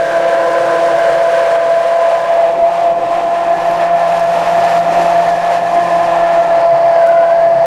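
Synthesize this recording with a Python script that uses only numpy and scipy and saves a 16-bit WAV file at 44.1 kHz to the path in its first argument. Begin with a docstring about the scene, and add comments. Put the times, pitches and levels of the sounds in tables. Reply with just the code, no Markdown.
"""In a kitchen, a countertop blender runs at steady speed; its lid is lifted off and a spatula dips in.
The four-winged blade sings at four times the shaft speed, made of sines that waver.
The churning paste is shaped noise: it hisses in surges and makes the air above it ring, higher with the lid off.
The base rumbles, the jar gives hollow notes, and there are a few ticks and soft thumps.
All is heard by a small microphone on a moving chest."""
import sys
import numpy as np
from scipy import signal
from scipy.fft import rfft, irfft
from scipy.io import wavfile

SR = 44100
rng = np.random.default_rng(int(sys.argv[2]) if len(sys.argv) > 2 else 0)


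def persist_wave(psi):
    """Save psi, clipped to +-1, as 16-bit WAV."""
    counts = np.round(np.clip(psi, -1, 1) * 32767).astype(np.int16)
    wavfile.write(sys.argv[1], SR, np.atleast_2d(counts).T)


N = 337788

# Settings with four values mean: lid on, lid off, spatula in, spatula deep.
# Levels "over the churn" are added to the churn level. Drift rates are the corners of its low-passes.

# the hands: lid starts to tilt, is clear of the jar; spatula enters, is in [s]
LID_LIFT_S, SPATULA_IN_S = (1.57, 2.8), (6.4, 6.65)
SPATULA_DIP_S = (6.93, 7.1, 7.2, 7.45)   # it reaches down once: sets off, arrives, turns back, is up again

# how far the microphone is turned to the motor base: (time [s], share [0-1])
FACING_BY_TIME = [(0, .35), (1.1, 0.31), (1.6, 0.17), (2.0, 0.05), (2.6, 0.4), (3.35, 0.36), (3.7, 0.7),
                  (4.4, 0.72), (5.0, 0.9), (5.65, 0.64), (5.85, 0.8), (6.4, 0.63), (6.8, 0.33),
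                  (7.66, 0.55)]
MIC_HISS_DB, CUTOFF_HZ = -63, 15730

# rumble of the base: (frequency [Hz], relative level [dB per Hz])
DEEP_SPECTRUM = [(12, -18), (20, 10), (38, 4.5), (60, 0), (85, -11.5), (110, -29.5)]
# growl of the base: (frequency [Hz], relative level [dB per Hz])
GROWL_SPECTRUM = [(80, -19.5), (130, -20), (210, -5), (260, -10.5), (310, 1), (420, -2), (520, -25)]
# rows deep, lower boom, upper boom, growl, with the microphone turned away; growl is before its lift:
# (lid on [dB], lid off [dB], spatula in [dB], spatula deep [dB])
RUMBLE_LEVELS = [(-52.5, -54, -51.5, -59), (-57.5, -54.5, -53.5, -59.5), (-47.5, -59.5, -42.5, -46.5),
                 (-44.5, -44, -43, -45.5)]
RUMBLE_FACING_DB = (11, 11.5, 5.2, 5.5)   # change when fully turned, same four layers
RUMBLE_WAVER_DB = (1.2, 1.7, 3.4, 2.4)    # random waver, same four layers
GROWL_LIFT_DB = 5.5
BOOM_HZ, BOOM_WIDTH_HZ = (119.2, 139.7), 16

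# hollow notes of the jar, before a shared cut: (time [s], low note [dB], high note [dB])
HOLLOW_LEVELS = [(0, -20, -42), (.6, -11.5, -40), (.95, -16.5, -46), (1.3, -17, -41), (2.05, -20, -42),
                 (2.4, -20.5, -16.5), (2.9, -21, -25), (3.6, -25.5, -42), (4.8, -28, -44),
                 (5.5, -25.5, -31), (6.4, -27, -23.5), (7.0, -24, -25.5), (7.66, -24.5, -24)]
HOLLOW_HZ, HOLLOW_WIDTH_HZ = (524.9, 808), (43.7, 280)
HOLLOW_CUT_DB, HOLLOW_WAVER_DB = 5.5, 1

# soft low thumps: (time [s], peak level [dB])
THUMP_EVENTS = [(2.622, -27), (6.57, -33)]
# hard ticks: (time [s], level before the band filter [dB], lowest frequency [Hz], highest frequency [Hz])
TICK_EVENTS = [(4.1955, -20, 3000, 12000), (7.0655, -21, 1800, 10000), (7.0715, -20, 1800, 10000),
               (7.087, -23, 1800, 10000), (7.0905, -25, 1800, 10000)]

# droplets flung at the wall: (frequency [Hz], relative level [dB per Hz])
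SPATTER_SPECTRUM = [(1500, -20.5), (3000, -2.5), (8000, -8.5), (12000, -5.5), (16500, -15.5)]
SPATTER_PER_S, SPATTER_DB = 180, (-26.5, -28.5, -32, -29)   # average count; level over the churn

# fine bright spray: (frequency [Hz], relative level [dB per Hz])
SPRAY_SPECTRUM = [(2000, -18), (4000, -5), (5500, -7), (7500, -11), (9000, -17.5), (11000, -21),
                  (13000, -26.5), (14500, -29.5), (16500, -36.5)]
# the treble as the microphone turns:
# (time [s], spray over the churn [dB], sheen centre [Hz], sheen width [Hz], sheen over the churn [dB])
TREBLE_BY_TIME = [(0, -8, 9030, 4040, -23.5), (1.8, -9, 8930, 3930, -23.5), (2.5, -9.5, 8700, 4000, -27),
                  (3.45, -9, 8730, 4030, -26), (3.7, -7.5, 11200, 4920, -20), (3.9, -10, 9860, 3950, -28),
                  (4.1, -7, 10800, 4030, -23), (5.1, -6.5, 11000, 4000, -25), (5.8, -6, 9900, 3100, -24),
                  (6.3, -8, 9470, 2560, -34.5), (6.6, -9.5, 8950, 2010, -31.5),
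                  (7.66, -11, 8920, 1980, -27)]

# rings of the air column: levels over the churn, the first one before its low cut
FIRST_HZ, FIRST_DB = (527, 714, 680, 676), (11.8, 13.64, 18.3, 15.2)
COLUMN_WIDTH_HZ, COLUMN_CUT_HZ = 295, 479
OVERTONE_HZ, OVERTONE_WIDTH_HZ = (1564, 1715, 1690, 1448), (288, 191, 169, 150)
UPPER_LOW_HZ, UPPER_LOW_DB = (2020, 2487, 2440, 2500), (-21, -6, -15.5, -15)
UPPER_HIGH_HZ, UPPER_HIGH_DB = (2590, 2900, 4400, 4350), (-11.5, -16, -8.5, -11.5)
UPPER_WIDTH_HZ = (540, 1050)
# the column's overtone: (time [s], level over the churn [dB])
OVERTONE_LEVELS = [(0, 10), (1.5, 8), (2.3, 2), (2.6, -5.5), (3, -8), (3.5, 1), (4.4, -2), (5.2, 1.5),
                   (6.35, 3), (6.7, -1.5), (7.15, 5.5), (7.66, 1.5)]

# paste surging round the vortex, before quick random surges: (time [s], churn level [dB])
CHURN_LEVELS = [(0.0, -31.5), (0.62, -30.5), (1.56, -29), (1.58, -32.5), (2.13, -31.5), (2.2, -33),
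                (2.37, -31), (2.52, -34.5), (2.88, -33), (2.94, -37.5), (3.18, -32), (3.26, -35),
                (3.86, -31), (3.9, -35.5), (3.97, -32), (4.78, -29.5), (4.8, -33.5), (4.91, -32),
                (5.01, -28.5), (5.35, -33.5), (5.55, -30.5), (5.61, -35), (5.76, -31.5), (6.38, -31.5),
                (6.74, -36), (6.76, -35), (7.57, -36.5), (7.66, -37)]
SURGE_DB, SURGE_RATE_HZ = 0.71, 5.1   # spread and drift rate of the quick surges
# hiss of the paste: (frequency [Hz], relative level [dB per Hz])
PASTE_SPECTRUM = [(300, -32), (450, -5), (520, 6.5), (1100, 0.5), (1400, -3), (2000, -5.5), (3000, -12.5),
                  (4500, -25.5), (7000, -58)]
HISS_DB = 8.5   # over the churn

# shaft speed before its random flutter: (time [s], speed [turns per s])
SHAFT_SPEED = [(0, 168.0), (.5, 168.9), (1.25, 167.8), (1.5, 168.3), (1.75, 167.7), (2.0, 168.4),
               (2.5, 168.7), (2.8, 170.4), (4.0, 171.1), (4.25, 169.6), (4.5, 170.8), (5.25, 171.9),
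               (5.75, 171.9), (6.25, 170.0), (6.6, 169.0), (7.0, 168.8), (7.66, 167.6)]
FLUTTER_TURNS_PER_S, FLUTTER_RATE_HZ = 0.42, 9.4
# blade tone, four times the shaft speed, before waver: (time [s], level [dB])
BLADE_LEVELS = [(0.0, -10), (0.08, -16), (0.15, -10.5), (0.59, -14.5), (0.85, -11), (2.15, -11),
                (2.18, -14.5), (2.43, -8), (2.52, -14), (2.67, -9), (2.73, -14.5), (2.9, -10), (2.96, -15),
                (3.11, -12.5), (3.52, -12), (3.58, -15.5), (3.67, -11.5), (4.82, -12), (4.84, -17.5),
                (5.08, -10), (5.35, -11.5), (5.57, -11), (5.61, -15), (5.76, -11.5), (6.55, -10.5),
                (6.61, -8), (7.64, -8.5), (7.66, -10)]
LUMP_DB, LUMP_RATE_HZ = (0.66, 1.77, .8, 0.68), 14.6   # the load on the blade comes and goes
# weaker even orders, before waver: (time [s], 2nd order [dB], 6th order [dB], 8th order [dB])
EVEN_ORDER_LEVELS = [(0, -40, -39, -48), (.13, -32.5, -27, -34), (.75, -29, -24, -35),
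                     (1.2, -36.5, -28.5, -50), (1.85, -51, -28.5, -58), (2.05, -46, -25.5, -58),
                     (2.7, -40, -34, -61), (3.35, -37.5, -27, -39), (3.75, -30.5, -31.5, -43),
                     (4.0, -40.5, -30, -37), (4.8, -45.5, -39, -38), (5.0, -32, -30, -33),
                     (5.6, -49, -38, -51), (5.8, -30.5, -24.5, -51), (6.3, -30.5, -27, -31.5),
                     (6.5, -38, -32, -32.5), (6.8, -36.5, -30, -41.5), (7.25, -41, -27.5, -39),
                     (7.66, -41.5, -38, -54)]
# level turned away, change when fully turned [dB]
FIRST_ORDER_DB, FOURTEENTH_ORDER_DB = (-49, 20.5), (-54.5, 11.5)


def from_db(db):
    """Gain of a level in dB."""
    return 10 ** (np.asarray(db) / 20)


def rms_one(x):
    """Scale a sound to rms 1."""
    return x / np.sqrt(np.mean(x ** 2) + 1e-20)


def in_time(rows):
    """Join the points of each table column by straight lines, one value per sample."""
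    s, *columns = np.transpose(rows)
    return [np.interp(np.arange(N) / SR, s, c) for c in columns]


def drift(rate_hz):
    """Slow chance: noise at every 20th sample through two equal one-pole low-passes; spread 1."""
    r = np.exp(-40 * np.pi * rate_hz / SR)
    noise = rng.standard_normal(N // 20 + 2002)
    slow = signal.lfilter([1], [1, -2 * r, r * r], noise)[2000:]   # drop the filter's start
    return np.interp(np.arange(N) / 20, np.arange(len(slow)), rms_one(slow - slow.mean()))


def coloured(x, spectrum):
    """Shape a sound by a table of frequencies and levels, next to nothing beyond its ends; rms 1."""
    hz, level_db = np.transpose(spectrum)
    bins_hz = np.arange(1, N // 2 + 2) * SR / N
    gain = from_db(np.interp(np.log(bins_hz), np.log(hz), level_db, -99, -99))
    return rms_one(irfft(rfft(x) * gain, N))


def resonate(x, hz, width_hz):
    """Two equal resonances in a row whose centre and width may move, in blocks of 128 samples; rms 1."""
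    r = np.exp(-np.pi * width_hz * np.ones(N) / SR)
    bend = -2 * r * np.cos(2 * np.pi * hz / SR)
    out, state = np.zeros(N), np.zeros((2, 2))
    for i in range(0, N, 128):
        stage = [1, 0, -1, 1, bend[i], r[i] ** 2]
        out[i:i + 128], state = signal.sosfilt([stage, stage], x[i:i + 128], zi=state)
    return rms_one(out)


def ringing(hz, width_hz):
    """Noise in one steady, steep resonance; rms 1."""
    band = signal.butter(2, [hz - width_hz / 2, hz + width_hz / 2], "band", fs=SR, output="sos")
    return rms_one(signal.sosfilt(band, rng.standard_normal(N)))


def by_jar(values):
    """A quantity with the lid on, lid off, spatula in and spatula deep, blended as the hands move."""
    s = np.arange(N) / SR
    lid_off = np.interp(s, LID_LIFT_S, (0, 1))
    spatula_in = np.interp(s, SPATULA_IN_S, (0, 1))
    deep = np.interp(s, SPATULA_DIP_S, (0, 1, 1, 0))
    return values[0] + np.diff(values) @ np.array([lid_off, spatula_in, deep])


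def by_facing(away_db, change_db):
    """A level that follows the turn of the microphone."""
    return away_db + change_db * in_time(FACING_BY_TIME)[0]


def base_rumble():
    """The motor base passes rumble, two booms and a growl into the counter: noise in low bands."""
    deep_db, lower_db, upper_db, growl_db = [
        by_facing(by_jar(db), change_db) + waver_db * drift(3.7)
        for db, change_db, waver_db in zip(RUMBLE_LEVELS, RUMBLE_FACING_DB, RUMBLE_WAVER_DB)]
    lower_boom = from_db(lower_db) * ringing(BOOM_HZ[0], BOOM_WIDTH_HZ)
    upper_boom = from_db(upper_db) * ringing(BOOM_HZ[1], BOOM_WIDTH_HZ)
    deep = from_db(deep_db) * coloured(rng.standard_normal(N), DEEP_SPECTRUM)
    growl = from_db(growl_db + GROWL_LIFT_DB) * coloured(rng.standard_normal(N), GROWL_SPECTRUM)
    return deep + lower_boom + upper_boom + growl


def jar_notes():
    """The jar's two hollow notes: noise in resonances whose levels waver."""
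    out = 0
    for db, hz, width_hz in zip(in_time(HOLLOW_LEVELS), HOLLOW_HZ, HOLLOW_WIDTH_HZ):
        level_db = db + HOLLOW_WAVER_DB * drift(3.6) - HOLLOW_CUT_DB
        out += from_db(level_db) * ringing(hz, width_hz)
    return out


def thumps():
    """Soft thumps, each one smooth push of pressure."""
    out, push = np.zeros(N), np.hanning(round(.009 * SR))   # 9 ms long
    for s, level_db in THUMP_EVENTS:
        out[round(s * SR):][:len(push)] += from_db(level_db) * push
    return out


def ticks():
    """Hard clicks, each with a short dying rattle of noise, kept to a band."""
    out, age_s = np.zeros(N), np.arange(800) / SR
    for s, level_db, low_hz, high_hz in TICK_EVENTS:
        burst = rng.standard_normal(len(age_s)) * 0.39 * np.exp(-age_s / 0.0024)
        burst[0] = 1   # the click itself
        band = signal.butter(2, [low_hz, high_hz], "band", fs=SR, output="sos")
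        out[round(s * SR):][:len(age_s)] += from_db(level_db) * signal.sosfilt(band, burst)
    return out


def turbulence(angle, flicker_db):
    """White noise that flickers with the splashes and throbs with the turning shaft."""
    throb = 1 + 0.048 * np.cos(angle) + 0.066 * np.cos(2 * angle)
    flicker = from_db(flicker_db * (drift(35.0) + 0.6 * drift(130.0)))
    return rng.standard_normal(N) * throb * flicker


def spatter():
    """Droplets hit the jar wall at random as tiny clicks of uneven size."""
    sizes = from_db(3.0 * np.minimum(rng.exponential(1, N), 4)) * rng.choice([-1, 1], N)
    hits = sizes * (rng.random(N) < SPATTER_PER_S / SR)
    return from_db(by_jar(SPATTER_DB)) * coloured(hits, SPATTER_SPECTRUM)


def spray(splash):
    """Fine bright hiss; its sheen, a moving resonance, cancels the hiss just below and leaves a dip there."""
    spray_db, sheen_hz, width_hz, sheen_db = in_time(TREBLE_BY_TIME)
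    hiss = from_db(spray_db) * coloured(splash, SPRAY_SPECTRUM)
    sheen = from_db(sheen_db) * resonate(splash, sheen_hz, width_hz)
    return hiss + sheen


def air_column(stir):
    """The air over the paste rings at its first mode, cut steeply below, and at higher ones."""
    low_cut = signal.butter(8, COLUMN_CUT_HZ, "high", fs=SR, output="sos")
    first = signal.sosfilt(low_cut, resonate(stir, by_jar(FIRST_HZ), COLUMN_WIDTH_HZ))
    overtone = resonate(stir, by_jar(OVERTONE_HZ), by_jar(OVERTONE_WIDTH_HZ))
    upper_low = resonate(stir, by_jar(UPPER_LOW_HZ), UPPER_WIDTH_HZ[0])
    upper_high = resonate(stir, by_jar(UPPER_HIGH_HZ), UPPER_WIDTH_HZ[1])
    return (from_db(by_jar(FIRST_DB)) * first
            + from_db(in_time(OVERTONE_LEVELS)[0]) * overtone
            + from_db(by_jar(UPPER_LOW_DB)) * upper_low
            + from_db(by_jar(UPPER_HIGH_DB)) * upper_high)


def paste(angle):
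    """Churning hiss, spray, spatter and ringing air all swell with the surges."""
    hiss = from_db(HISS_DB) * coloured(turbulence(angle, flicker_db=1.07), PASTE_SPECTRUM)
    bright = spray(turbulence(angle, flicker_db=0.94)) + spatter()
    ringing_air = air_column(turbulence(angle, flicker_db=0.66))
    churn_db = in_time(CHURN_LEVELS)[0] + SURGE_DB * drift(SURGE_RATE_HZ)
    return from_db(churn_db) * (hiss + bright + ringing_air)


def shaft_angle(turns_per_s):
    """Angle of the shaft in radians; the load makes the speed flutter a little."""
    return 2 * np.pi * np.cumsum(turns_per_s + FLUTTER_TURNS_PER_S * drift(FLUTTER_RATE_HZ)) / SR


def motor_tones(angle):
    """Orders (multiples) of the shaft speed as sines, wavering in strength and phase as lumps meet the blade."""
    second_db, sixth_db, eighth_db = in_time(EVEN_ORDER_LEVELS)
    blade_db = in_time(BLADE_LEVELS)[0] + by_jar(LUMP_DB) * drift(LUMP_RATE_HZ)
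    first_db, fourteenth_db = by_facing(*FIRST_ORDER_DB), by_facing(*FOURTEENTH_ORDER_DB)
    # order, level [dB], waver of the level [dB], waver of the phase [radians]
    tones = [(4, blade_db, 1.13, .2), (1, first_db, 1.9, .15), (2, second_db, 2.1, .25),
             (6, sixth_db, 3.65, .5), (8, eighth_db, 2.8, 1.1), (14, fourteenth_db, 3.5, 1.3)]
    out = 0
    for order, level_db, waver_db, slip in tones:
        strength = np.sqrt(2) * from_db(level_db + waver_db * drift(36.0))   # levels are rms
        out += strength * np.sin(order * angle + slip * drift(26.0))
    return out


def scene():
    """Base, jar, small knocks, paste and motor at one microphone."""
    angle = shaft_angle(in_time(SHAFT_SPEED)[0])
    background = base_rumble() + jar_notes() + thumps() + ticks()
    return (background + paste(angle) + motor_tones(angle))[None]


def record(dry):
    """The microphone adds its own faint hiss, peaks are rounded, the highest treble is cut."""
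    heard = dry + from_db(MIC_HISS_DB) * rng.standard_normal(N)
    rounded = 1.2 * np.tanh(heard / 1.2)
    treble_cut = signal.ellip(14, .5, 80, CUTOFF_HZ, fs=SR, output="sos")
    return signal.sosfilt(treble_cut, rounded)


dry = scene()
out = record(dry)
persist_wave(out)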